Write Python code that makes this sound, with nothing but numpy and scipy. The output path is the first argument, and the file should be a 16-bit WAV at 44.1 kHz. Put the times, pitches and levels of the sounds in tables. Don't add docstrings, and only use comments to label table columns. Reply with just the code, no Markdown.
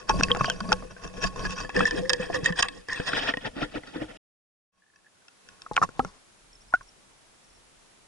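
import sys
import numpy as np
from scipy import signal
from scipy.fft import rfft, irfft, next_fast_len
from scipy.io import wavfile
from scipy.ndimage import uniform_filter1d, minimum_filter1d, map_coordinates

SR = 44100
rng = np.random.default_rng(int(sys.argv[2]) if len(sys.argv) > 2 else 0)


def master(y):
    cut = np.clip(np.atleast_2d(y).T, -1, 1)
    pcm = np.round(cut * 32767)
    wavfile.write(sys.argv[1], SR, pcm.astype(np.int16))


N = 355887
TIME_S = np.arange(N) / SR
TAIL_S = TIME_S[:SR // 4]

# pitch in Hz, t60 in seconds, levels awash, wet in air and gripped in dB,
# left minus right in dB, right port's lag in radians.
SHELL_MODES = [(184.7, 0.21, 10.5, 8.5, -17, -2.5, 2), (294, 0.075, 0.5, -0.5, 8, -6.5, 1.56),
               (502, 0.11, 2, 11, 8.5, 4.5, 2.5), (690, 0.027, -8, -2.5, 4, 0, 1.5),
               (896, 0.029, -17.5, -19.5, 2, -2.5, 0.56), (1092.5, 0.2, 11, 3, -50, -0.5, 0.96),
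               (1180, 0.017, -4.5, -8.5, -38, 5.5, 0.25), (1474, 0.031, -1.5, -16.5, 3, 0, 0.5),
               (1700, 0.018, -2.5, -3, -6, -0.5, 1.42), (1693, 0.086, -10, 0.5, -29, 1, -0.9),
               (1827, 0.029, -16.5, 2.5, 5, -0.5, -0.45), (2631, 0.022, -2.5, 1, -6, 0, 1.5),
               (3255, 0.0084, -6.5, -4, 3.5, -1.5, 1.5), (3720, 0.016, -9.5, -2.5, -3.5, 2, -1.5),
               (4400, 0.018, -18, -7, -2.5, 0, 2.5), (4915, 0.013, -4, -3.5, -9.5, -1.5, 0.9),
               (5175, 0.0089, -16, -14, -6, -5.5, 0.5), (5734, 0.0071, -8, -15.5, -21.5, -2, 1.47),
               (6757, 0.0054, -16, -14, -34, -2.5, 1), (8300, 0.0074, -21, -11.5, -36, 2.5, 1.5)]
# time in seconds, shares awash, wet in air, gripped and deep under.
LOAD_SHARES = [(0, 1, 0, 0, 0), (1.6, 1, 0, 0, 0), (1.76, 0, 1, 0, 0), (2.95, 0, 1, 0, 0),
               (3.09, 0, .7, .3, 0), (3.16, 0, .15, .85, 0), (3.45, 0, 0, 1, 0), (4.2, 0, 0, 1, 0),
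               (4.7, 1, 0, 0, 0), (5.55, 1, 0, 0, 0), (5.68, 0, 0, 0, 1)]
WET, GRIPPED, DEEP = 1, 2, 3
# grit gain in dB, grit band's top in Hz, sway gain in dB.
GRIT_GAIN_DB = [-8, -4.5, -5.5, -7]
GRIT_EDGE_HZ = [7600, 8600, 6400, 8870]
SWAY_GAIN_DB = [-5.5, -11, -11.5, -11.5]
# time in seconds, push in dB, rub in dB.
SURFACE_WASH = [(0, -51.5, -44), (.06, -50, -62.5), (.16, -34.5, -45), (.43, -44, -46), (.56, -39.5, -41.5),
                (.68, -43, -50.5), (1.0, -56, -56), (1.2, -41.5, -47), (1.62, -39.5, -45),
                (1.73, -56.5, -47.5), (1.76, -48, -40.5), (1.87, -34.5, -37), (2.03, -36, -49),
                (2.17, -34.5, -41), (2.42, -33.5, -47.5), (2.72, -50.5, -55.5), (2.86, -59, -62.5)]
HAND_CONTACT = [(2.9, -46, -35), (2.98, -48.5, -42.5), (3.2, -41.5, -38), (3.34, -50, -42),
                (3.53, -49.5, -56), (3.9, -53, -52.5), (4.16, -53, -55.5)]
SINKING_WASH = [(4.95, -74.5, -67), (5.299, -79.5, -80.5), (5.55, -67.5, -62.5), (5.86, -53.5, -58),
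                (6.08, -64.5, -58), (6.249, -82.5, -87.5), (6.6, -80, -87.5)]
# centre and half length in seconds, push, rub and grit in dB.
CONTACT_STROKES = [(0.1, .011, -28.5, -21.5, -23), (0.216, 0.029, -28.5, -33.5, -29.5),
                   (0.304, 0.0056, -25.5, -25, -41), (0.403, 0.014, -33, -32.5, -34.5),
                   (0.454, 0.017, -39, -57, -29.5), (0.484, 0.01, -34.5, -34.5, -38),
                   (0.648, 0.0087, -30, -36.5, -44), (0.706, 0.014, -29.5, -35, -39.5),
                   (0.838, 0.01, -36.5, -51, -55), (0.912, 0.012, -42.5, -45, -47),
                   (1.045, 0.0067, -34, -37.5, -33.5), (1.239, 0.016, -29, -26, -23.5),
                   (1.266, 0.01, -50, -34, -26), (1.382, 0.019, -35.5, -39.5, -39),
                   (1.458, 0.014, -41, -31, -30), (1.517, 0.02, -65, -36.5, -29),
                   (1.594, 0.022, -37.5, -30, -27), (1.764, 0.017, -25.5, -32, -35.5),
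                   (1.819, 0.016, -24.5, -29, -34), (1.876, .012, -49, -41, -28.5),
                   (1.931, 0.017, -30.5, -37.5, -41), (1.983, 0.0065, -32, -32, -32.5),
                   (2.225, 0.021, -43, -32, -35), (2.35, 0.016, -27, -26.5, -29),
                   (2.458, 0.013, -34, -29, -25.5), (2.493, 0.011, -31, -31, -37),
                   (2.601, 0.017, -30.5, -23.5, -21), (2.644, 0.015, -53, -30, -38),
                   (2.927, 0.019, -37.5, -37, -36.5), (3.083, 0.013, -34.5, -29.5, -26),
                   (3.182, 0.018, -47, -29.5, -28.5), (3.239, 0.021, -38, -31.5, -29.5),
                   (3.287, 0.014, -34.5, -25, -26.5), (3.463, 0.013, -30, -31, -35),
                   (3.585, 0.014, -35, -37.5, -45), (3.628, 0.019, -31, -33.5, -34.5),
                   (3.762, 0.018, -35, -39, -42.5), (3.964, 0.018, -36.5, -40, -46),
                   (4.02, 0.015, -32, -40, -48), (4.099, 0.014, -46, -45.5, -49),
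                   (5.833, 0.0081, -30.5, -25.5, -31.5), (6.046, 0.019, -44.5, -59, -64),
                   (6.728, 0.0029, -62.5, -41, -65.5)]
# frequency in Hz, relative density in dB.
SWAY_SPECTRUM = [(15, -11.5), (25, -8.5), (36, -1), (52, -11.5), (75, -14.5), (110, -14), (160, -22.5),
                 (300, -46)]
HISS_SPECTRUM = [(53, -24), (90, -2.5), (339, -2.5), (550, -4), (758, -3.5), (1760, -7), (4730, -10.5),
                 (5440, -10), (6020, -10.5), (11000, -13), (14300, -38), (22000, -120)]
# time in seconds, rumble level in dB.
DEEP_DRIFT = [(6.2, -75), (6.694, -59.5), (6.752, -53), (6.896, -67.5), (7.47, -77), (7.528, -63.5),
              (8.07, -78)]
# start in seconds, ring level in dB, pitch in Hz, t60 in seconds,
# thud in dB, click in dB.
KNOCK_HITS = [(0.0937, -4, 990, 0.0042, -47, -17), (0.097, -7.5, 868, 0.044, -44, -60),
              (0.2092, -5.5, 1540, 0.014, -17.5, -49), (0.2338, -18, 2550, 0.041, -24, -10),
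              (0.284, -18, 1820, 0.01, -27.5, -42), (0.35, -20.5, 815, 0.02, -27, -44),
              (.361, -14.5, 1320, 0.011, -44, -52), (.37, -18, 705, 0.016, -25, -35),
              (0.4092, -4, 1140, 0.017, -22, -49), (0.4446, -5, 1680, 0.0066, -37, -33),
              (0.4987, -14, 1546, 0.03, -55, -21), (0.6038, -22.5, 1480, 0.033, -28, -30.5),
              (.607, -16, 1104, 0.015, -48, -38), (0.691, -19, 1110, 0.018, -36, -36),
              (0.7192, -4.5, 1406, 0.025, -30, -25.5), (0.7273, -18, 1290, 0.028, -19.5, -15.5),
              (.735, -24, 1590, 0.026, -32, -40), (0.8242, -25.5, 1120, 0.016, -34, -61),
              (0.965, -35, 1560, 0.04, -38, -53), (1.0363, -38, 1080, 0.014, -32, -48),
              (1.076, -30.5, 1130, .012, -44, -40), (1.2398, -18.5, 1700, 0.052, -54, -23),
              (1.36, -24, 1040, 0.029, -36, -41), (1.3932, -26.5, 1060, 0.028, -34, -32.5),
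              (1.506, -31, 2650, 0.07, -48, -38), (1.6473, -28, 1733, 0.065, -29, -50),
              (1.701, -23, 1820, 0.012, -45, -44.5), (1.452, -19.5, 1667, 0.072, -27, -34),
              (1.693, -17, 850, 0.012, -42, -40), (1.7645, -12, 1770, 0.052, -28.5, -29),
              (1.792, -12, 1790, 0.027, -35, -27), (1.8063, 0, 1314, 0.011, -37, -46),
              (1.876, -16, 1764, 0.053, -43, -38), (1.909, -18.5, 1760, 0.066, -33, -28),
              (2.095, -11.5, 1715, 0.024, -45, -17), (2.1, -2.5, 1750, 0.0061, -36, -17.5),
              (2.1325, -18.5, 1766, 0.052, -29, -13.5), (2.3, -20.5, 686, 0.052, -23, -51),
              (2.3443, -17.5, 1780, 0.039, -25, -32), (2.524, -21.5, 1770, 0.058, -43, -37),
              (2.6257, -15.5, 1660, 0.049, -41, -9.5), (2.685, -14.5, 1900, 0.009, -59, -24.5),
              (2.8857, -25.5, 1760, 0.04, -29.5, -35), (2.93, -22.5, 1770, 0.045, -44, -28),
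              (2.9997, -11.5, 1620, 0.0081, -22, -46), (3.1325, -9, 1490, 0.017, -26.5, -32),
              (3.338, -13, 1880, 0.019, -28, -40), (3.371, -25, 1880, 0.063, -25, -34),
              (3.565, -24.5, 300, 0.039, -36, -45), (3.622, -22, 299, 0.12, -48, -52),
              (3.629, -19.5, 1390, 0.05, -32, -45), (3.754, -27, 304, 0.13, -38, -52),
              (3.834, -30.5, 1980, 0.019, -42, -59), (3.959, -24, 310, 0.11, -49, -54),
              (4.017, -25.5, 310, 0.14, -41, -58), (4.959, -42, 1745, 0.043, -68, -47),
              (5.282, -44, 1414, 0.034, -67, -42), (5.488, -36, 1490, 0.013, -56, -41),
              (5.619, -38, 1324, 0.012, -66, -37), (5.663, -24.5, 1275, 0.02, -57, -65),
              (5.713, -26, 838, 0.073, -25, -70), (5.7659, -6, 1404, 0.015, -50, -29),
              (5.7759, 0.5, 1470, 0.0088, -53, -48), (5.8159, -12.5, 1185, 0.045, -21, -52),
              (5.89, -26.5, 1390, 0.011, -35.5, -52), (5.994, -8.5, 793, 0.038, -17.5, -40),
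              (6.0479, -23.5, 1378, 0.026, -27.5, -40.5), (6.7376, -12, 739, 0.026, -60, -44),
              (6.809, -29.5, 1520, 0.014, -49, -62)]
# pitch ratio, relative level in dB, t60 ratio.
KNOCK_PARTIALS = [(0.602, -14, 1), (1.552, -19, 0.97)]
# start in seconds, click in dB.
DROPLET_TICKS = [(1.2238, -32), (1.8534, -26.5), (2.444, -30), (2.4597, -21), (2.591, -24), (5.734, -44),
                 (5.741, -44), (5.762, -33), (6.7402, -40.5), (6.754, -44)]
# start in seconds, level in dB,
# pitch in Hz, t60 and swell in seconds, fractional pitch rise per t60.
GLIDING_RINGS = [(0.147, -23, 95, 0.11, 0.0047, 0.95), (0.186, -16.5, 74.5, 0.066, 0.0033, -0.025),
                 (0.191, -20.5, 288, 0.09, 0.0026, -0.57), (0.305, -22.5, 493, 0.17, 0.004, -0.12),
                 (0.3157, 1, 3247, 0.013, 0.00097, -0.07), (0.406, -22.5, 149, .15, 0.0038, -0.39),
                 (0.481, -9.5, 690, 0.024, 0.0035, -0.064), (.501, -24, 3220, 0.052, .004, -0.24),
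                 (0.61, -25, 189, 0.16, 0.01, 0.99), (0.686, -20, 201, 0.082, 0.0046, -0.21),
                 (.7195, -13, 868, 0.051, 0.00072, -0.016), (1.769, -11, 497.7, 0.12, 0.012, -0.041),
                 (1.769, -22.5, 183.5, 0.27, 0.0076, 0.091), (1.819, -27, 252, 0.17, .005, -0.76),
                 (1.822, -25, 476, 0.2, 0.0091, 0.043), (1.854, -6.5, 1786, 0.047, 0.0015, -0.068),
                 (1.941, -16, 280, 0.049, 0.0056, 0.9), (1.959, -23, 443, 0.069, 0.004, -0.28),
                 (2.022, -10, 495, 0.12, 0.032, 0.16), (2.092, -23, 507, 0.16, 0.0087, 0.21),
                 (2.118, -15.5, 517, 0.13, 0.013, -0.21), (2.197, -20.5, 199, .07, 0.0036, -0.34),
                 (2.197, -11.5, 511, 0.071, 0.012, -0.032), (2.35, -15.5, 518, 0.12, 0.021, -0.2),
                 (2.432, -18.5, 136, 0.037, .002, 0.56), (2.4582, -4.5, 1794, 0.039, 0.0016, 0.2),
                 (2.47, -18, 528, 0.13, 0.025, -0.24), (2.502, -19.5, 175, 0.11, 0.0018, -0.054),
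                 (2.629, -15, 1180, 0.036, 0.0012, -0.28), (2.998, -17, 131, 0.026, 0.0011, 0.24),
                 (5.7657, 5, 2810, 0.0036, 0.00084, -0.27), (5.7766, -12, 2250, 0.0091, 0.00032, -0.26),
                 (5.8252, -0.5, 1225, 0.024, 0.002, 0.24), (5.996, -24, 243, 0.083, 0.0039, 0.12),
                 (6, -16, 1250, 0.034, 0.00029, 0.11), (6.048, -30, 170, 0.09, 0.0043, 0.33),
                 (6.607, -49, 5250, 0.031, 0.0015, 0), (6.74, -28.5, 1946, 0.027, 0.0014, 0.28),
                 (6.7376, -1, 1415, 0.041, 0.0026, 0.12)]
# start and end in seconds, bubbles per second, lowest and highest pitch in Hz,
# level before scatter in dB.
BUBBLE_CLOUDS = [(0.442, 0.519, 510, 2580, 3300, -36.5), (1.738, 2.652, 115, 1648, 1962, -37),
                 (2.884, 2.953, 320, 1750, 1920, -28), (4.762, 5.092, 88, 1658, 1775, -52),
                 (5.124, 5.604, 58, 1394, 1525, -59.5), (6.747, 6.819, 190, 1350, 1650, -49),
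                 (6.528, 6.707, 60, 5030, 5630, -52.5), (6.827, 6.895, 200, 5280, 5670, -59),
                 (7.43, 7.58, 110, 5300, 5590, -60.5)]
# start in seconds, level in dB, pitch in Hz.
SHARP_CRACKS = [(0.349, -9, 1480), (0.4446, -7, 1700), (0.5001, -6, 4100), (1.507, -15, 6000),
                (1.8062, -11.5, 1700), (5.7675, -22, 4400), (5.9942, -13, 2900), (6.739, -26, 1920)]
# time in seconds, gain.
FADER_GAIN = [(0, 1), (.2118, 1), (.2121, .1), (.2243, .1), (.226, 1), (2.6115, 1), (2.612, .15),
              (2.622, .15), (2.624, 1), (4.17, 1), (4.174, 0), (4.72, 0), (4.8, .22), (5.0, .42), (5.5, 1)]


def undb(db):
    return 10 ** (np.asarray(db) / 20)


def curves(table):
    times_s, *columns = np.transpose(table)
    return np.array([np.interp(TIME_S, times_s, column) for column in columns])


def unit(x):
    return x / np.sqrt(np.mean(x ** 2))


def unit_energy(x):
    return unit(x) / np.sqrt(x.shape[-1])


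def add(track, start_s, sound):
    i = max(0, int(start_s * SR))
    n = min(sound.shape[-1], N - i)
    track[..., i:i + n] += sound[..., :n]


def walk(rate_hz):
    hold = max(2, int(SR / rate_hz))
    steps = np.repeat(rng.standard_normal(N // hold + 1), hold)
    return unit(uniform_filter1d(steps, hold)[:N])


def noise(spectrum):
    hz, db = np.transpose(spectrum)
    size = next_fast_len(N)
    bins_hz = np.maximum(np.fft.rfftfreq(size, 1 / SR), 1)
    gain = undb(np.interp(np.log(bins_hz), np.log(hz), db))
    return unit(irfft(rfft(rng.standard_normal(size)) * gain, size)[:N])


def grains(rate_hz, spread_db):
    size = undb(spread_db * np.minimum(rng.standard_normal(N), 2.5))
    return unit((rng.random(N) < rate_hz / SR) * size * rng.choice([-1, 1], N))


def ring(hz, t60_s, swell_s, lag_rad, rise=0, samples=None):
    t = TAIL_S[:samples]
    phase = 2 * np.pi * hz * (t + rise * np.minimum(t, 2 * t60_s) ** 2 / (2 * t60_s))
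    envelope = (1 - np.exp(-t / max(swell_s, 1e-5))) * np.exp(-np.log(1000) * t / t60_s)
    return envelope * np.sin(phase - np.array([[0], [lag_rad]]))


def contact_power(trim_db=(-0.5, -1, 1), surge_db=4.5):
    push_db, rub_db = curves(np.vstack([SURFACE_WASH, HAND_CONTACT, SINKING_WASH]))
    running_db = np.array([push_db, rub_db, rub_db]) + np.array(trim_db)[:, None]
    power = undb(running_db + surge_db * walk(rate_hz=20)) ** 2
    for centre_s, half_s, *levels_db in CONTACT_STROKES:
        swell = np.exp(-(TAIL_S / half_s - 3) ** 2)
        add(power, centre_s - 3 * half_s, undb(levels_db)[:, None] ** 2 * swell)
    return power


def rubbing(push, rub, grit, water_flutter_db=2, skin_flutter_db=1.33):
    loads = curves(LOAD_SHARES)
    power = np.array([push, rub, grit * (undb(GRIT_GAIN_DB) @ loads) ** 2])
    coarse = grains(rate_hz=1400, spread_db=5)
    fine = grains(rate_hz=3800, spread_db=3)
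    crackle = grains(rate_hz=380, spread_db=3.5)
    slips = np.array([unit(coarse + 1.6 * fine),
                      unit(coarse + 0.8 * fine + 0.38 * crackle),
                      unit(fine + 0.54 * crackle)])
    water = slips * unit(undb(water_flutter_db * walk(rate_hz=95)))
    skin = rng.standard_normal((3, N)) * unit(undb(skin_flutter_db * walk(rate_hz=84)))
    grip = np.minimum(1, 3 * loads[GRIPPED])
    return np.sqrt(power) * (np.sqrt(1 - grip) * water + np.sqrt(grip) * skin)


def shell_response(load, crack_db=-25, crack_s=0.0001, spot_db=5, spot_lag_rad=0.63):
    modes = 0
    for hz, t60_s, awash_db, wet_db, grip_db, pan_db, lag_rad in SHELL_MODES:
        db = [awash_db, wet_db, grip_db, awash_db][load]
        decay_s = t60_s * [1, 1, 0.49, 0.16][load]
        chance = rng.standard_normal(4)
        ports = undb(db + np.array([[pan_db], [-pan_db]]) / 2 + spot_db * chance[:2, None])
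        lag_rad += spot_lag_rad * min(1, hz / 600) * chance[2]
        detune = (0.0021 + 0.035 * (hz / 8000) ** 1.5) * chance[3]
        modes += ports * ring(hz * (1 + detune), decay_s, 0.14 / hz, lag_rad) / decay_s
    crack = rng.standard_normal((2, len(TAIL_S))) * np.exp(-TAIL_S / crack_s)
    return unit(modes) + undb(crack_db) * unit(crack)


def shell(forces, spots=4, hop_s=0.012):
    hold = int(hop_s * SR)
    touched = np.repeat(rng.integers(spots, size=N // hold + 1), hold)[:N]
    out = np.zeros((2, N))
    for load, share in enumerate(curves(LOAD_SHARES)):
        first, last = np.flatnonzero(share)[[0, -1]]
        bands_hz = [(115, 750), (650, 2500), (2300, GRIT_EDGE_HZ[load])]
        for spot in range(spots):
            response = shell_response(load)
            for force, edges_hz in zip(forces * np.sqrt(share) * (touched == spot), bands_hz):
                bandpass = signal.butter(3, edges_hz, "band", fs=SR, output="sos")
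                band = unit_energy(signal.sosfilt(bandpass, response))
                add(out, first / SR, signal.oaconvolve(force[None, first:last], band, axes=1))
    return out


def sway(push_power, decay_s=0.019, side_db=-17):
    loads = curves(LOAD_SHARES)
    pole = np.exp(-1 / (decay_s * SR))
    power = signal.lfilter([1 - pole], [1, -pole], push_power) * (undb(SWAY_GAIN_DB) @ loads) ** 2
    drift = undb(curves(DEEP_DRIFT)[0]) * loads[DEEP]
    rumble = noise(SWAY_SPECTRUM) + undb(side_db) * noise(SWAY_SPECTRUM) * np.array([[1], [-1]])
    return rumble * np.sqrt(power + drift ** 2)


def hiss(level_db=-58.5, shared_gain=0.12):
    separate = np.array([noise(HISS_SPECTRUM), noise(HISS_SPECTRUM)])
    return undb(level_db) * unit(separate + shared_gain * noise(HISS_SPECTRUM))


def knocks(chatter_s=0.0018, snap_s=0.0016, swell_s=0.00085, lag_rad=0.74, body_db=-15, main_db=-1):
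    forces, rings = np.zeros((3, N)), np.zeros((2, N))
    contact_gain = np.sqrt(0.002 * SR)
    for start_s, ring_db, hz, t60_s, thud_db, _ in KNOCK_HITS:
        chatter = unit_energy(rng.standard_normal(len(TAIL_S)) * TAIL_S * np.exp(-TAIL_S / chatter_s))
        add(forces[0], start_s, np.array([contact_gain * undb(thud_db)]))
        add(forces[1], start_s, contact_gain * undb(ring_db + body_db) * chatter)
        add(rings, start_s, undb(ring_db + main_db) * ring(hz, t60_s, swell_s, lag_rad))
        for pitch_ratio, db, t60_ratio in KNOCK_PARTIALS:
            stray, side = rng.standard_normal(2)
            partial_hz = hz * pitch_ratio * (1 + 0.099 * stray)
            partial = ring(partial_hz, t60_s * t60_ratio, swell_s, lag_rad * side)
            add(rings, start_s, undb(ring_db + db) * partial)
    for start_s, *_, click_db in KNOCK_HITS + DROPLET_TICKS:
        snap = unit_energy(rng.standard_normal(len(TAIL_S)) * np.exp(-TAIL_S / snap_s))
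        add(forces[2], start_s, contact_gain * undb(click_db) * snap)
    return forces, rings


def gliding_rings():
    out = np.zeros((2, N))
    for start_s, db, hz, t60_s, swell_s, rise in GLIDING_RINGS:
        add(out, start_s, undb(db) * ring(hz, t60_s, swell_s, lag_rad=0.92, rise=rise))
    return out


def sharp_cracks(t60_cycles=2.6):
    out = np.zeros((2, N))
    for start_s, db, hz in SHARP_CRACKS:
        add(out, start_s, undb(db) * ring(hz, t60_cycles / hz, swell_s=0, lag_rad=0.36))
    return out


def bubble_clouds():
    out = np.zeros((2, N))
    for start_s, end_s, rate_hz, low_hz, high_hz, db in BUBBLE_CLOUDS:
        span_s = end_s - start_s
        for when, pitch, size, place in rng.random((200, 4))[:int(rate_hz * span_s)]:
            hz = low_hz * (high_hz / low_hz) ** pitch
            scatter_db = 30.4 * size - 18
            bubble = ring(hz, t60_s=0.027, swell_s=0.0012, lag_rad=2 * place - 1, rise=0.027, samples=2048)
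            add(out, start_s + when * span_s, undb(db + scatter_db) * bubble)
    return out


def runoff_waver(sound, depth_s=0.0003):
    delay_s = depth_s * walk(rate_hz=22) * curves(LOAD_SHARES)[WET]
    return np.array([map_coordinates(port, [(TIME_S - delay_s) * SR], mode="nearest") for port in sound])


def scene():
    blows, rings = knocks()
    push, rub, grit = contact_power()
    case = runoff_waver(shell(rubbing(push, rub, grit) + blows))
    direct = rings + gliding_rings() + sharp_cracks() + bubble_clouds()
    return case + direct + sway(push + blows[0] ** 2) + hiss()


def record(dry, ceiling_db=-3.5, top_hz=11050):
    allowed = np.minimum(1, undb(ceiling_db) / (np.abs(dry).max(axis=0) + 1e-9))
    limiter_gain = uniform_filter1d(minimum_filter1d(allowed, size=130), size=65)
    lowpass = signal.ellip(10, 0.2, 70, top_hz, fs=SR, output="sos")
    return signal.sosfilt(lowpass, dry * limiter_gain * curves(FADER_GAIN)[0])


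dry = scene()
out = record(dry)
master(out)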